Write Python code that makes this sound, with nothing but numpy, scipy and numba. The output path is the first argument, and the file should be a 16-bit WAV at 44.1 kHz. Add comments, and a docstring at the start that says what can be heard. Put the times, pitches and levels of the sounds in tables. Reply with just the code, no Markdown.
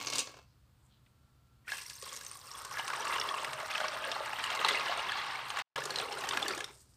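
"""Over a low kitchen hum, a hand stirs dry almonds in a steel pot: noise grains rub and knocks ring the pot.
Soft rustles, a thin whine and a tap come before water is poured from a jug.
The water patters on the nuts, drums and bubbles as it pools; its bubbles are fading sines that rise in pitch.
Loud drops and heavy slugs stand out, and foam fizzes on the pool.
Late in the pour the sound cuts out for a moment; then the pour ends in drips, fizz and hum."""
import sys
import numpy as np
from scipy import signal
from scipy.fft import rfft, irfft
from scipy.io import wavfile
from scipy.ndimage import uniform_filter1d
from numba import njit

SR = 44100
rng = np.random.default_rng(int(sys.argv[2]) if len(sys.argv) > 2 else 0)


def dump(signal):
    """Clip the signal to [-1, 1] and save it as 16-bit WAV at the path in sys.argv[1]."""
    limited = np.clip(np.atleast_2d(signal).T, -1, 1)
    pcm = np.round(limited * 32767).astype(np.int16)
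    wavfile.write(sys.argv[1], SR, pcm)


N = 307104  # length in samples
T = np.arange(N) / SR  # time in seconds
TOP_HZ = 15200  # highest pitch let through
POUR_START_S, POUR_END_S = 1.685, 6.604
POOL_START_S = 2.11  # water starts to gather between the nuts

# how strongly the fingers stir, until they lift out and the nuts settle: t/s, relative level/dB
STIR = [(0, -39.5), (.06, -44.5), (.14, -38), (.21, -40.5), (.25, -52), (.32, -57), (.39, -60), (.46, -79)]
# strength of the stream as the jug tips: t/s, flow/dB
FLOW = [(1.7, 2.5), (1.8, 1), (1.98, -8), (2.04, -1.5), (2.25, -3), (2.4, -11), (2.5, -6.5), (2.63, -2.5),
        (2.69, -9), (2.73, -2), (2.85, 2.5), (3.16, 5), (3.4, 3), (3.6, -1.5), (3.67, -3), (3.8, -1),
        (4.3, .5), (4.7, 5.5), (5.1, 5), (5.45, -2), (5.6, 0.5), (6.12, -1), (6.35, 3), (6.6, -2)]
# shape of the stream: t/s, smoothness (about -1 = broken into drops, 1 = an unbroken column)
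SMOOTHNESS = [(2.6, -.1), (3.8, 0), (4.65, -.1), (4.97, .4), (5.2, 1.05), (5.45, 1.15), (5.6, .7),
              (5.77, -.5), (6.6, -.9)]
# single drops and their bubbles: t/s, bubble level/dB, f/Hz,
# relative treble splash level/dB, relative mid spatter level/dB
PLOPS = [(1.689, -27, 1730, -44, -46), (1.718, -19.5, 1640, -35, -21.5), (1.735, -36, 1660, -46, -24),
         (1.862, -32.5, 5530, -41, -42), (1.898, -34, 4530, -33.5, -51), (1.953, -37, 6270, -50, -58),
         (2.024, -38, 1114, -34, -41), (2.063, -37, 1084, -52, -33), (2.092, -33, 3300, -48, -44),
         (2.122, -33.5, 1140, -55, -34), (2.163, -34, 6500, -34.5, -49), (2.21, -38, 1620, -36, -37),
         (2.264, -30, 6130, -38, -49), (2.313, -30, 8550, -45, -49), (2.353, -40.5, 1110, -45, -40),
         (2.514, -32.5, 5510, -41, -47), (2.542, -35.5, 1078, -53, -42), (2.649, -33, 1074, -35, -34),
         (2.711, -28.5, 1085, -40, -33), (2.77, -24, 1670, -52, -26), (2.785, -34, 1670, -34, -29.5),
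         (2.879, -24.5, 1060, -31, -24), (2.902, -23, 1510, -52, -18.5), (2.933, -24, 1090, -36.5, -19.5),
         (3.006, -29.5, 5860, -60, -46), (3.051, -26, 1120, -33, -27), (3.074, -25, 1130, -50, -24),
         (3.094, -30, 1180, -40, -27), (3.125, -20.5, 1110, -46, -17.5), (3.16, -28, 1000, -46, -27),
         (3.198, -20.5, 5440, -32.5, -51.5), (3.213, -32, 2740, -52, -15), (3.239, -24, 1137, -53, -23),
         (3.288, -21, 3290, -57, -18.5), (3.308, -19.5, 1116, -48, -31), (3.341, -22, 1086, -50, -16.5),
         (3.379, -34, 1070, -48, -41), (3.446, -24, 1960, -36, -15), (3.532, -31, 1770, -33.5, -20.5),
         (3.629, -34, 655, -42, -25), (3.713, -25, 2460, -35, -41), (3.753, -20, 2560, -39, -30),
         (3.778, -24, 3200, -38, -20), (3.801, -20.5, 1480, -38, -18), (3.84, -21.5, 1100, -41, -25),
         (3.882, -26.5, 4570, -47, -18), (4.04, -25, 1620, -55, -19.5), (4.072, -27.5, 512, -43, -27),
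         (4.116, -22.5, 3500, -37, -13.5), (4.259, -29, 872, -41, -24), (4.331, -26, 814, -40, -20.5),
         (4.387, -28, 1930, -43, -27), (4.439, -20, 2880, -28, -15), (4.503, -35, 1700, -30.5, -16),
         (4.55, -29, 900, -33.5, -19), (4.573, -26, 1080, -52, -22.5), (4.613, -20.5, 1200, -38, -19),
         (4.647, -16.5, 865, -31.5, -15), (4.685, -22, 1990, -23.5, -12), (4.746, -18, 2200, -50, -20),
         (4.772, -20, 2710, -41, -25), (4.814, -24, 1110, -45, -29), (4.856, -24, 1100, -54, -20),
         (4.922, -23, 1110, -56, -18), (4.974, -34, 8500, -49, -40), (4.992, -28, 830, -56, -20),
         (5.093, -22, 3200, -53, -39), (5.119, -21, 1710, -40, -26), (5.353, -25, 2210, -53, -39),
         (5.483, -45, 11600, -49, -40), (5.494, -35.5, 8700, -50, -43.5), (5.503, -30, 1160, -33, -15.5),
         (5.571, -24, 1105, -35, -19), (5.588, -25, 1950, -34, -34), (5.76, -25.5, 1680, -34.5, -16.5),
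         (5.804, -28, 1470, -39, -31), (5.819, -25, 1700, -47, -27), (5.838, -34, 1180, -32, -32),
         (5.855, -29, 1160, -29, -43), (5.905, -24, 4290, -33, -21.5), (5.958, -20, 4100, -33, -18),
         (5.985, -18, 3930, -34, -22), (6, -25, 2540, -39, -15.5), (6.109, -28.5, 800, -62, -26),
         (6.124, -36, 840, -40, -34), (6.209, -40, 1055, -37, -49), (6.289, -25, 2960, -26, -21),
         (6.309, -22, 3580, -43, -15.5), (6.321, -26, 1140, -49, -27), (6.332, -24, 1295, -42, -28),
         (6.372, -26, 1600, -31.5, -13.5), (6.421, -23.5, 794, -38.5, -37),
         (6.426, -16.5, 3440, -36, -22.5), (6.461, -23, 1710, -49, -22), (6.481, -22.5, 4520, -27, -36),
         (6.535, -27, 2410, -47, -28), (6.548, -43, 5700, -33, -34), (6.577, -31, 1680, -33, -37),
         (6.605, -26.5, 1680, -32.5, -21), (6.642, -26.5, 3610, -34, -24)]
# heavy slugs of water that punch into the pool: t/s, peak level/dB, lowest f/Hz, highest f/Hz, 60 dB decay/s
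SLUGS = [(3.813, -30, 460, 770, 0.03), (4.161, -26.5, 414, 1290, 0.027), (4.205, -28, 445, 1290, 0.022),
         (4.6455, -18, 770, 1500, 0.02), (4.647, -18.5, 2650, 4400, 0.019), (4.688, -20.5, 3010, 4160, .02),
         (4.751, -24.5, 1900, 2620, .04), (4.973, -31.5, 398, 810, 0.038), (6.372, -28, 1090, 2460, 0.0091)]


def undb(db):
    """Turn decibels into a gain."""
    return 10 ** (np.asarray(db) / 20)


def unit(x):
    """Scale a signal to an rms (average strength) of 1."""
    return x / np.sqrt(np.mean(x ** 2))


def control(table, column=1):
    """Join the points of a table into a smooth-running control curve over time."""
    rows = np.array(table)
    return np.interp(T, rows[:, 0], rows[:, column])


def curve(table, column):
    """Gain over time from one dB column, practically silent outside its span."""
    rows = np.array(table)
    return undb(np.interp(T, rows[:, 0], rows[:, column], left=-140, right=-140))


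def swells(table):
    """Bell-shaped rises; rows hold middle and half-length in s, then dB columns that give one curve each."""
    rows = np.array(table)
    bells = np.exp(-((T - rows[:, :1]) / rows[:, 1:2]) ** 2)
    return rows[:, 2:].T @ bells


def ramp(start, length):
    """Rise steadily from 0 to 1."""
    return np.clip((T - start) / length, 0, 1)


def fade(t, t60):
    """Die away smoothly, by 60 dB in t60 seconds."""
    return np.exp(-np.log(1000) * t / t60)


def add(out, s, x):
    """Mix a short sound in at time s."""
    i = max(int(s * SR), 0)
    out[i:i + len(x)] += x[:max(N - i, 0)]


def convolve(x, response):
    """Let every sample of a sound set off the same response."""
    return signal.fftconvolve(x, response)[:N]


def band(x, lo_hz, hi_hz):
    """Keep only the pitches between two limits."""
    limits = [lo_hz, min(hi_hz, SR / 2 - 100)]
    return signal.sosfilt(signal.butter(2, limits, "band", fs=SR, output="sos"), x)


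def colour(x, points, size=4096):
    """Shape the tone to a (Hz, dB) outline with a filter that never sounds before its input."""
    hz, db = np.transpose(points)
    bins_hz = np.arange(size // 2 + 1) * SR / size
    outline_db = np.interp(np.log(bins_hz + 1), np.log(hz), db)
    # folding the cepstrum (spectrum of the log spectrum) packs the response towards its start
    cepstrum = irfft(np.log(undb(outline_db)))
    cepstrum[1:size // 2] *= 2
    cepstrum[size // 2 + 1:] = 0
    return convolve(x, irfft(np.exp(rfft(cepstrum))))


def even(x, span):
    """Hold the mean power near 1 over about span seconds, keeping the fine grain."""
    size = int(span * SR)
    power = uniform_filter1d(uniform_filter1d(x ** 2, size), size)
    return x / np.sqrt(power + 1e-12)


def sizes(chance, spread_db):
    """Many small grains and a few big ones; a negative spread gives many big and a few small."""
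    return undb(-spread_db * np.log(np.maximum(chance, .008)))


def clicks(rate, spread_db):
    """One-sample impacts at random moments, rate of them per second on average."""
    when, size, sign = rng.random((3, N))
    return (when < rate / SR) * sizes(size, spread_db) * np.sign(sign - .5)


def moments(chance):
    """Random times that crowd together where the stream is smooth."""
    rate_octaves = .8  # doublings of the bubble rate per unit of smoothness
    weight = np.cumsum(2 ** (rate_octaves * control(SMOOTHNESS)))
    return np.interp(chance, weight / weight[-1], T)


@njit
def ring(starts, hz, cycles, size, rise):
    """Each bubble is a damped sine whose pitch rises as it nears the surface."""
    out = np.zeros(N)
    for k in range(len(starts)):
        first = int(starts[k] * SR)
        length = cycles[k] * SR / hz[k]
        phase = 0.
        for i in range(min(int(length), N - first)):
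            phase += 2 * np.pi * hz[k] / SR * (1 + rise * i / length)
            out[first + i] += size[k] * np.exp(-6.9 * i / length) * np.sin(phase)
    return out


def cloud(when, hz, size, cycles, rise):
    """Bubbles of random damping; each returns from the pot wall with a delay set by its place."""
    damping, place, sign = rng.random((len(when), 3)).T
    length = cycles * 2 ** (2 * damping - 1)
    size = size * np.sign(sign - .5)
    direct = ring(when, hz, length, size, float(rise))
    wall_delay = .0004 + .0024 * place
    return direct + 0.73 * ring(when + wall_delay, hz, length, size, float(rise))


def bubbles(lo_hz, hi_hz, cycles, spread_db, rise, count):
    """Bubbles of every pitch in a range, with equal power per Hz."""
    when, radius, size = rng.random((count, 3)).T
    hz = lo_hz + (min(hi_hz, TOP_HZ) - lo_hz) * radius
    # higher bubbles are shorter, so they start louder
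    return cloud(moments(when), hz, sizes(size, spread_db) * np.sqrt(hz), cycles, rise)


def pockets(centre_hz, octaves, cycles, spread_db, rise, count):
    """Air pockets whose pitches scatter round a centre that may move."""
    when, size = rng.random((count, 2)).T
    when = moments(when)
    centre = np.interp(when, T, np.broadcast_to(centre_hz, N))
    scatter = np.interp(when, T, np.broadcast_to(octaves, N))
    hz = centre * 2 ** (scatter * rng.standard_normal(count))
    return cloud(when, hz, sizes(size, spread_db), cycles, rise)


def burst(t60, lo_hz, hi_hz):
    """A short crack of fading noise with peak 1."""
    t = T[:SR // 8]
    x = band(rng.standard_normal(len(t)) * fade(t, t60), lo_hz, hi_hz)
    return x / np.abs(x).max()


def spatter(lo_hz, hi_hz, t60, smear, count):
    """A handful of damped sines, like droplets, that start within smear seconds; peak 1."""
    t = T[:SR // 16]
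    late, radius, sign = rng.random((3, count, 1))
    age = np.maximum(t - smear * late ** 2, 0)
    hz = lo_hz + (hi_hz - lo_hz) * radius
    drops = np.sin(2 * np.pi * hz * age) * fade(age, t60)
    mixed = np.sum(drops * (1 - late / 2) * np.sign(sign - .5), axis=0)  # late drops are weaker
    x = band(mixed, 1.19 * lo_hz, 2.0 * hi_hz)
    return x / np.abs(x).max()


def kitchen():
    """Low room rumble, made of shaped noise, with the wavering hum of an appliance."""
    # tone of the room: f/Hz, relative level/dB
    room_colour = [(25, -23.5), (40, -13), (60, -6), (100, -4.5), (150, -15.5), (220, -15), (400, -25),
                   (700, -27.5), (1300, -26), (2000, -33.5), (4500, -33.5), (6000, -40), (8500, -37.5),
                   (10000, -43.5), (15000, -45.5)]
    # steady hum and a thin electric whine: f/Hz, rms level/dB
    hum_tones = [(65, -75), (118.4, -73.5), (132, -74), (10497, -99), (14390, -87)]
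    air = unit(colour(rng.standard_normal(N), room_colour)) * undb(-68)
    waver = np.cumsum(rng.standard_normal((len(hum_tones), N)), axis=1) * .012  # phase drift in radians
    hum = sum(np.sqrt(2) * undb(db) * np.sin(2 * np.pi * hz * T + w) for (hz, db), w in zip(hum_tones, waver))
    return air + hum


def steel(x, modes):
    """Each (Hz, dB, t60) mode of the pot rings on; at 0 dB it answers as loudly as it is driven."""
    t = T[:SR // 2]
    decay = 2 * np.log(1000) / SR
    response = sum(undb(db) * decay / t60 * fade(t, t60) * np.cos(2 * np.pi * hz * t) for hz, db, t60 in modes)
    return convolve(x, response)


def almonds():
    """Nuts rub and click under the fingers; every knock also rings the pot."""
    # almonds that knock on each other and on the pot: t/s, peak level/dB, treble peak level/dB, treble decay/s
    knock_table = [(0.019, -37, -52, 0.034), (0.036, -42, -45, .02), (.061, -39.5, -35.5, 0.011),
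                   (.07, -25.5, -37, 0.052), (0.084, -31, -42.5, 0.0084), (0.1, -28, -31.5, 0.037),
                   (0.124, -31, -36.5, 0.027), (0.133, -25, -29, 0.053), (0.155, -27, -27, 0.038),
                   (0.172, -49, -37, 0.013), (.183, -20.5, -19.5, 0.018), (0.19, -23.5, -23, 0.076),
                   (0.272, -35, -58, .018), (0.293, -50, -60, .012), (0.341, -49, -64, 0.018),
                   (0.369, -51, -58, 0.014), (0.388, -53, -70, 0.01)]
    # tone of the rubbing nuts: f/Hz, relative level/dB
    nut_colour = [(150, -20.5), (290, 8), (400, -15.5), (490, 7), (620, -4.5), (800, -5.5), (1050, 4),
                  (1450, -5.5), (2000, -6.5), (2250, 0.5), (4500, -1), (8500, -7), (10200, -17.5),
                  (15000, -10)]
    # ringing of the steel pot: f/Hz, relative level/dB, 60 dB decay/s
    pot_modes = [(330, -6, 0.73), (425, -4, .3), (1037, -2, 0.28), (1129, 8, 0.28), (1630, 3.5, 0.24),
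                 (2190, 10, .18), (2630, 0, .19), (2770, 3, 0.13), (3370, -14, .3), (4240, 2, 0.18),
                 (4590, 2, 0.45), (4760, 4, 0.26), (5900, -4, 0.3), (5670, -5, 0.42), (7400, -22, .3)]
    thud_db, thud_growth = -26.5, 0.4  # thud under a full-scale knock; dB of thud per dB of knock
    rattle = colour(bubbles(220, 10100, cycles=1.3, spread_db=4.5, rise=0, count=20000), nut_colour)
    out = even(rattle, 0.098) * curve(STIR, column=1) * undb(-3.0)
    for s, peak_db, treble_db, t60 in knock_table:
        add(out, s, undb(peak_db) * spatter(2200, 7000, t60=t60, smear=0.001126, count=40))
        add(out, s, undb(thud_db + thud_growth * peak_db) * burst(0.047, 325, 1320))
        add(out, s, undb(treble_db) * burst(t60, 5500, 8970))
    return out + undb(0.5) * steel(out, pot_modes)


def pouring():
    """Gain of the pour: it lands abruptly, holds, and dies away once the jug is lifted."""
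    onset_db_per_s, release_db_per_s = 1010, 161
    onset_db = onset_db_per_s * np.minimum(T - POUR_START_S, 0)
    release_db = release_db_per_s * np.maximum(T - POUR_END_S, 0)
    return undb(onset_db - release_db)


def thrum():
    """The loaded pot rocks on its base under small blows, heard as a narrow low band of clicks."""
    # the thrum swells now and then: middle t/s, half-length/s, extra level/dB
    thrum_swells = [(3.55, 0.11, 12.5), (5.85, 0.38, 9.5)]
    start_db, load_db_per_s = -77, 2.2  # base level as the pour starts, and its growth with the load
    flow_growth = .5  # dB of thrum per dB of flow
    stir_db = -19.5  # thrum compared with the stirring curve
    load_db = start_db + load_db_per_s * (T - POUR_START_S)
    water = pouring() * undb(load_db + flow_growth * control(FLOW) + swells(thrum_swells)[0])
    rocking = unit(band(clicks(rate=440, spread_db=-2.0), 121, 143.6))
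    return rocking * (water + undb(stir_db) * curve(STIR, column=1))


def echoes(x, t60, lo_hz, hi_hz, delay):
    """Blurred reflections: a tail of fading noise that starts after a delay in s."""
    t = T[:SR // 2]
    tail = band(rng.standard_normal(len(t)) * fade(t, t60) * (t > delay), lo_hz, hi_hz)
    return convolve(x, tail / np.linalg.norm(tail))


def rustles():
    """Soft, grainy brushing sounds of handling, cut from random clicks."""
    # faint rustles while the jug is fetched: middle t/s, half-length/s, level/dB, lowest f/Hz, highest f/Hz
    rustle_table = [(.5, .09, -82, 4250, 5500), (0.853, .06, -79.5, 7000, 9000),
                    (.86, .045, -78, 900, 1050), (.935, 0.046, -73, 2960, 4200),
                    (1.075, .035, -83.5, 7800, 9100)]
    grain = clicks(rate=3700, spread_db=5.0)
    out = np.zeros(N)
    for s, half, db, lo_hz, hi_hz in rustle_table:
        swell = np.exp(-((T - s) / half) ** 2)
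        out += undb(db) * swell * unit(band(grain, lo_hz, hi_hz))
    return out


def whine():
    """A faint, thin, wavering sine swells up and is strongest shortly before the pour."""
    # one tone: f/Hz, rms level at its height/dB, middle t/s, half-length/s
    hz, db, s, half = (1355, -83, 1.5, 0.5)
    waver = np.cumsum(rng.standard_normal(N)) * .02  # phase drift in radians
    swell = np.exp(-((T - s) / half) ** 2)
    return np.sqrt(2) * undb(db) * swell * np.sin(2 * np.pi * hz * T + waver)


def tap():
    """A light, dry tap, a short noise burst, as the jug is brought to the pot."""
    tap_s, tap_db = 1.062, -58
    out = np.zeros(N)
    add(out, tap_s, undb(tap_db) * burst(0.034, 1900, 3500))
    return out


def patter():
    """Drops knock on the bare almonds with short, dull ticks."""
    # patter on the bare nuts, until the pool covers them: t/s, level/dB
    patter_levels = [(1.67, -74), (1.71, -56), (1.79, -63), (1.87, -75), (2.015, -70), (2.03, -51),
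                     (2.14, -55.5), (2.26, -63), (2.42, -70), (2.7, -56), (3, -62)]
    # tone of the patter: f/Hz, relative level/dB
    patter_colour = [(200, -3), (330, -5.5), (520, 5), (720, -11), (1100, 0.5), (1600, -2), (2600, -5.5),
                     (4200, 2.5), (7000, -15)]
    ticks = colour(bubbles(280, 7200, cycles=3.3, spread_db=4.0, rise=0, count=9000), patter_colour)
    return even(ticks, 0.068) * curve(patter_levels, column=1)


def lumps():
    """Blobs of water land abruptly and drain away, in dB; a smooth column has weaker lumps."""
    lump_db, lump_t60_s = 2.5, 0.065  # swing of a broken stream; decay of the blobs' power
    smoothing = 0.53  # share of the swing that a smooth column loses
    blobs = np.abs(clicks(rate=85, spread_db=5.0))
    swell = convolve(blobs, fade(T[:SR // 4], lump_t60_s))
    swell = uniform_filter1d(np.sqrt(np.abs(swell)), size=24)
    strength = 1 - smoothing * np.clip(control(SMOOTHNESS), 0, 1)
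    return lump_db * unit(swell - swell.mean()) * strength


def necking():
    """The stream thins just before each big drop: a brief dip, in dB."""
    neck_db, lead_s, half_s = -1, 0.0096, 0.0067  # depth, time ahead of the drop, half-length
    return swells([(s - lead_s, half_s, neck_db) for s, *_ in PLOPS + SLUGS])[0]


def drive(layer, gush_db):
    """Gain of one layer from the flow, the pool and the shape of the stream."""
    db, growth, dry_db, wetting_s, smooth_db = layer
    dry = 1 - ramp(POOL_START_S, wetting_s)
    flow_db = growth * (control(FLOW) + gush_db)
    return pouring() * undb(db + flow_db + dry_db * dry + smooth_db * control(SMOOTHNESS))


def stream():
    """Spray ticks on the nuts, trapped air rings as bubbles, and the falling water drums in the pool."""
    # four layers of the pour, each: base level in the pool/dB, growth/dB per dB of flow,
    # extra level on dry nuts/dB, time the pool takes to remove that/s, change/dB per unit of smoothness
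    spray_layer = (-56, 0.4758, 6, 1.8, -3.5)
    small_layer = (-41.5, 1, -9, 1.98, 2)
    drum_layer = (-42.5, 0.72, -17.5, 0.64, 1)
    gulp_layer = (-49.5, 1.05, -13, 1.6, -7.5)
    # tone of the spray: f/Hz, relative level/dB
    spray_colour = [(1500, -26), (4000, -3), (5500, 4.5), (6500, -2.5), (7500, -2), (8900, 4), (10000, -10),
                    (12500, -8), (15000, -8.5)]
    # tone of the small bubbles: f/Hz, relative level/dB
    bubble_colour = [(1100, -4.5), (1600, 2), (2100, 2.5), (2500, -2), (2750, 1), (3100, -1), (4000, -2.5),
                     (5500, -12.5), (7000, -22)]
    # pitch of the drumming as the stream wanders over nuts and pool: t/s, centre f/Hz, spread/octaves
    drum_pitch = [(1.9, 1050, 0.091), (2.5, 1099, 0.21), (2.82, 1340, 0.35), (2.96, 1263, 0.34),
                  (3.08, 1143, 0.22), (3.35, 1092, 0.191), (3.6, 1184, 0.353), (4.1, 1202, 0.29),
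                  (4.7, 1063, 0.23), (6.4, 1067, 0.35)]
    # gushes, when the jug tips further: middle t/s, half-length/s, extra splashing/dB, extra gulping/dB
    gush_table = [(1.73, 0.016, 7, 4), (2.796, 0.013, 12.5, -21), (3.16, 0.053, 6, 0),
                  (3.72, 0.04, 7.5, -10), (3.836, 0.075, 7, 7), (4.091, 0.038, 4.5, 9.5),
                  (4.417, 0.12, 3.5, -12.5), (4.705, 0.088, 7.5, 5), (5.59, 0.037, 4.5, -7),
                  (5.996, 0.09, 5, 2), (6.276, 0.11, 1, -7.5)]
    # spread of the gulps: base/octaves, growth/octaves per dB of flow, change/octaves per unit of smoothness
    base_octaves, flow_octaves, smooth_octaves = (0.08, 0.043, -0.21)
    dry_hz, pool_hz = 530, 628  # gulp pitch on the nuts and in the pool, at smoothness 0
    pitch_octaves = 0.63  # a smooth column makes smaller, higher pockets: octaves per unit of smoothness
    soaked_s, unsoaked_db = 2.02, -36  # the water reaches the pot's floor; gulps are weaker until then
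    slap_db, slap_t60_s = -41, 0.37  # the first gush slaps the dry nuts

    pooled_hz = dry_hz + (pool_hz - dry_hz) * ramp(POOL_START_S, gulp_layer[3])
    gulp_hz = pooled_hz * 2 ** (pitch_octaves * control(SMOOTHNESS))
    gulp_octaves = base_octaves + flow_octaves * control(FLOW) + smooth_octaves * control(SMOOTHNESS)
    gulp_octaves = np.maximum(gulp_octaves, .1)
    splash_db, gulp_db = swells(gush_table)
    lump_db = lumps() + necking()
    soaked = undb(unsoaked_db * (1 - ramp(soaked_s, 0.02)))

    spray = colour(bubbles(1520, 14600, cycles=17.0, spread_db=5.0, rise=0.1, count=34000), spray_colour)
    small = colour(bubbles(1287, 7460, cycles=33, spread_db=5.0, rise=0.06, count=30000), bubble_colour)
    crackle = colour(bubbles(890, 5400, cycles=3.2, spread_db=4.1, rise=0, count=20000), bubble_colour)
    drum = pockets(control(drum_pitch), control(drum_pitch, column=2),
                   cycles=40.7, spread_db=2.5, rise=0.34, count=7000)
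    gulps = pockets(gulp_hz, gulp_octaves, cycles=10.0, spread_db=1.0, rise=0.046, count=5000)
    slap = pockets(centre_hz=2270, octaves=0.394, cycles=44, spread_db=7.5, rise=0.029, count=16000)

    fine = undb(-5.5) * even(small, 0.044) + undb(-10.5) * even(crackle, 0.3)
    slap_fade = fade(np.maximum(T - POUR_START_S, 0), slap_t60_s)
    return (even(spray, 0.28) * drive(spray_layer, splash_db + lump_db)
            + fine * drive(small_layer, splash_db + lump_db)
            + undb(-2.5) * even(drum, 0.044) * drive(drum_layer, 0.49 * splash_db + lump_db)
            + undb(-3.0) * even(gulps, 0.2) * soaked * drive(gulp_layer, gulp_db + 0.54 * lump_db)
            + undb(slap_db) * even(slap, 0.067) * pouring() * slap_fade)


def plops(cycles=21, rise=0.071):
    """A drop lands with a spatter and leaves one loud bubble, which swells over a few cycles."""
    out = np.zeros(N)
    t = T[:SR // 10]
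    for s, peak_db, hz, treble_db, mid_db in PLOPS:
        life = cycles / hz + 0.01
        tone = np.sin(2 * np.pi * hz * t * (1 + rise * t / life / 2))
        bubble = tone * fade(t, life) * (1 - np.exp(-t * hz / 2.74))
        add(out, s + 0.00096, undb(peak_db) * bubble)
        add(out, s, undb(treble_db + 1.0) * burst(0.032, 2900, 8300))
        # a smaller bubble comes with finer spatter
        fine = spatter(380 + 0.17 * hz, 2100 + 0.954 * hz, t60=0.0091, smear=0.0045, count=16)
        add(out, s, undb(mid_db - 9.0) * fine)
    return out


def wet_steel(water):
    """As the stream wanders and the pot fills, one ringing mode after another answers most."""
    # pot ringing under the pour: f/Hz, relative level/dB, 60 dB decay/s, strongest t/s, half-length/s
    wet_modes = [(430, 3, 0.45, 6.08, 0.11), (627.4, 7.5, 0.17, 3.8, 0.7), (1092, 2, 0.07, 2.25, 0.39),
                 (2180, 4, 0.09, 2.16, 0.14), (808, 0, 0.15, 5.83, 0.42), (873, -1, 0.18, 4.4, 0.66),
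                 (1237, -3, 0.077, 3.5, 1.9), (1663, -6, 0.08, 3, 4.3), (2040, 2.5, 0.058, 4.72, 0.24),
                 (2730, 2.5, 0.074, 3.3, 3.3)]
    out = np.zeros(N)
    for hz, db, t60, s, half in wet_modes:
        answer = np.exp(-((T - s) / half) ** 2)
        out += steel(water * answer, [(hz, db, t60)])
    return out


def foam():
    """Tiny bubbles burst in clusters on the pool and go on fizzing after the pour."""
    # tone of the fizz: f/Hz, relative level/dB
    foam_colour = [(3000, -10.5), (5000, 2.5), (6500, -0.5), (8900, 5.5), (10300, -6.5), (15000, -5.5)]
    foam_db, flicker_db = -67.5, 4  # middle level, and the rms swing of the clusters around it
    fill_s = 2.9  # time the water takes to get deep
    fizz = colour(bubbles(2900, 13000, cycles=7.1, spread_db=3.0, rise=0, count=30000), foam_colour)
    flicker = unit(uniform_filter1d(rng.standard_normal(N), size=2400))
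    return undb(foam_db + flicker_db * flicker) * even(fizz, 0.16) * ramp(POOL_START_S, fill_s)


def slugs():
    """A slug of water tears open a cavity that breaks into a cluster of loud bubbles."""
    out = np.zeros(N)
    for s, peak_db, lo_hz, hi_hz, t60 in SLUGS:
        add(out, s, undb(peak_db) * spatter(lo_hz, hi_hz, t60=t60, smear=0.0049, count=14))
    return out


def scene():
    """The pot stands close by; the kitchen walls answer faintly."""
    water = stream() + patter() + plops() + slugs() + foam()
    water = band(water, 244, 24000)  # small sources radiate little bass
    direct = almonds() + water + wet_steel(water) + thrum() + tap() + rustles()
    walls = undb(-14.5) * echoes(direct, 0.29, 150, 9000, 0.0031)
    return (direct + walls + kitchen() + whine())[None]


def record(dry):
    """The sound drops by 57 dB for a moment, and a steep filter cuts the top."""
    # the dropout: start t/s, end t/s
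    quiet_start, quiet_end = (5.622, 5.758)
    live = 1. * ((T < quiet_start) | (T > quiet_end))
    live = uniform_filter1d(live, size=64)  # soften the edges
    gated = dry * np.maximum(live, undb(-57.0))
    return signal.sosfilt(signal.ellip(8, .2, 70, TOP_HZ, fs=SR, output="sos"), gated)


dry = scene()
out = record(dry)
dump(out)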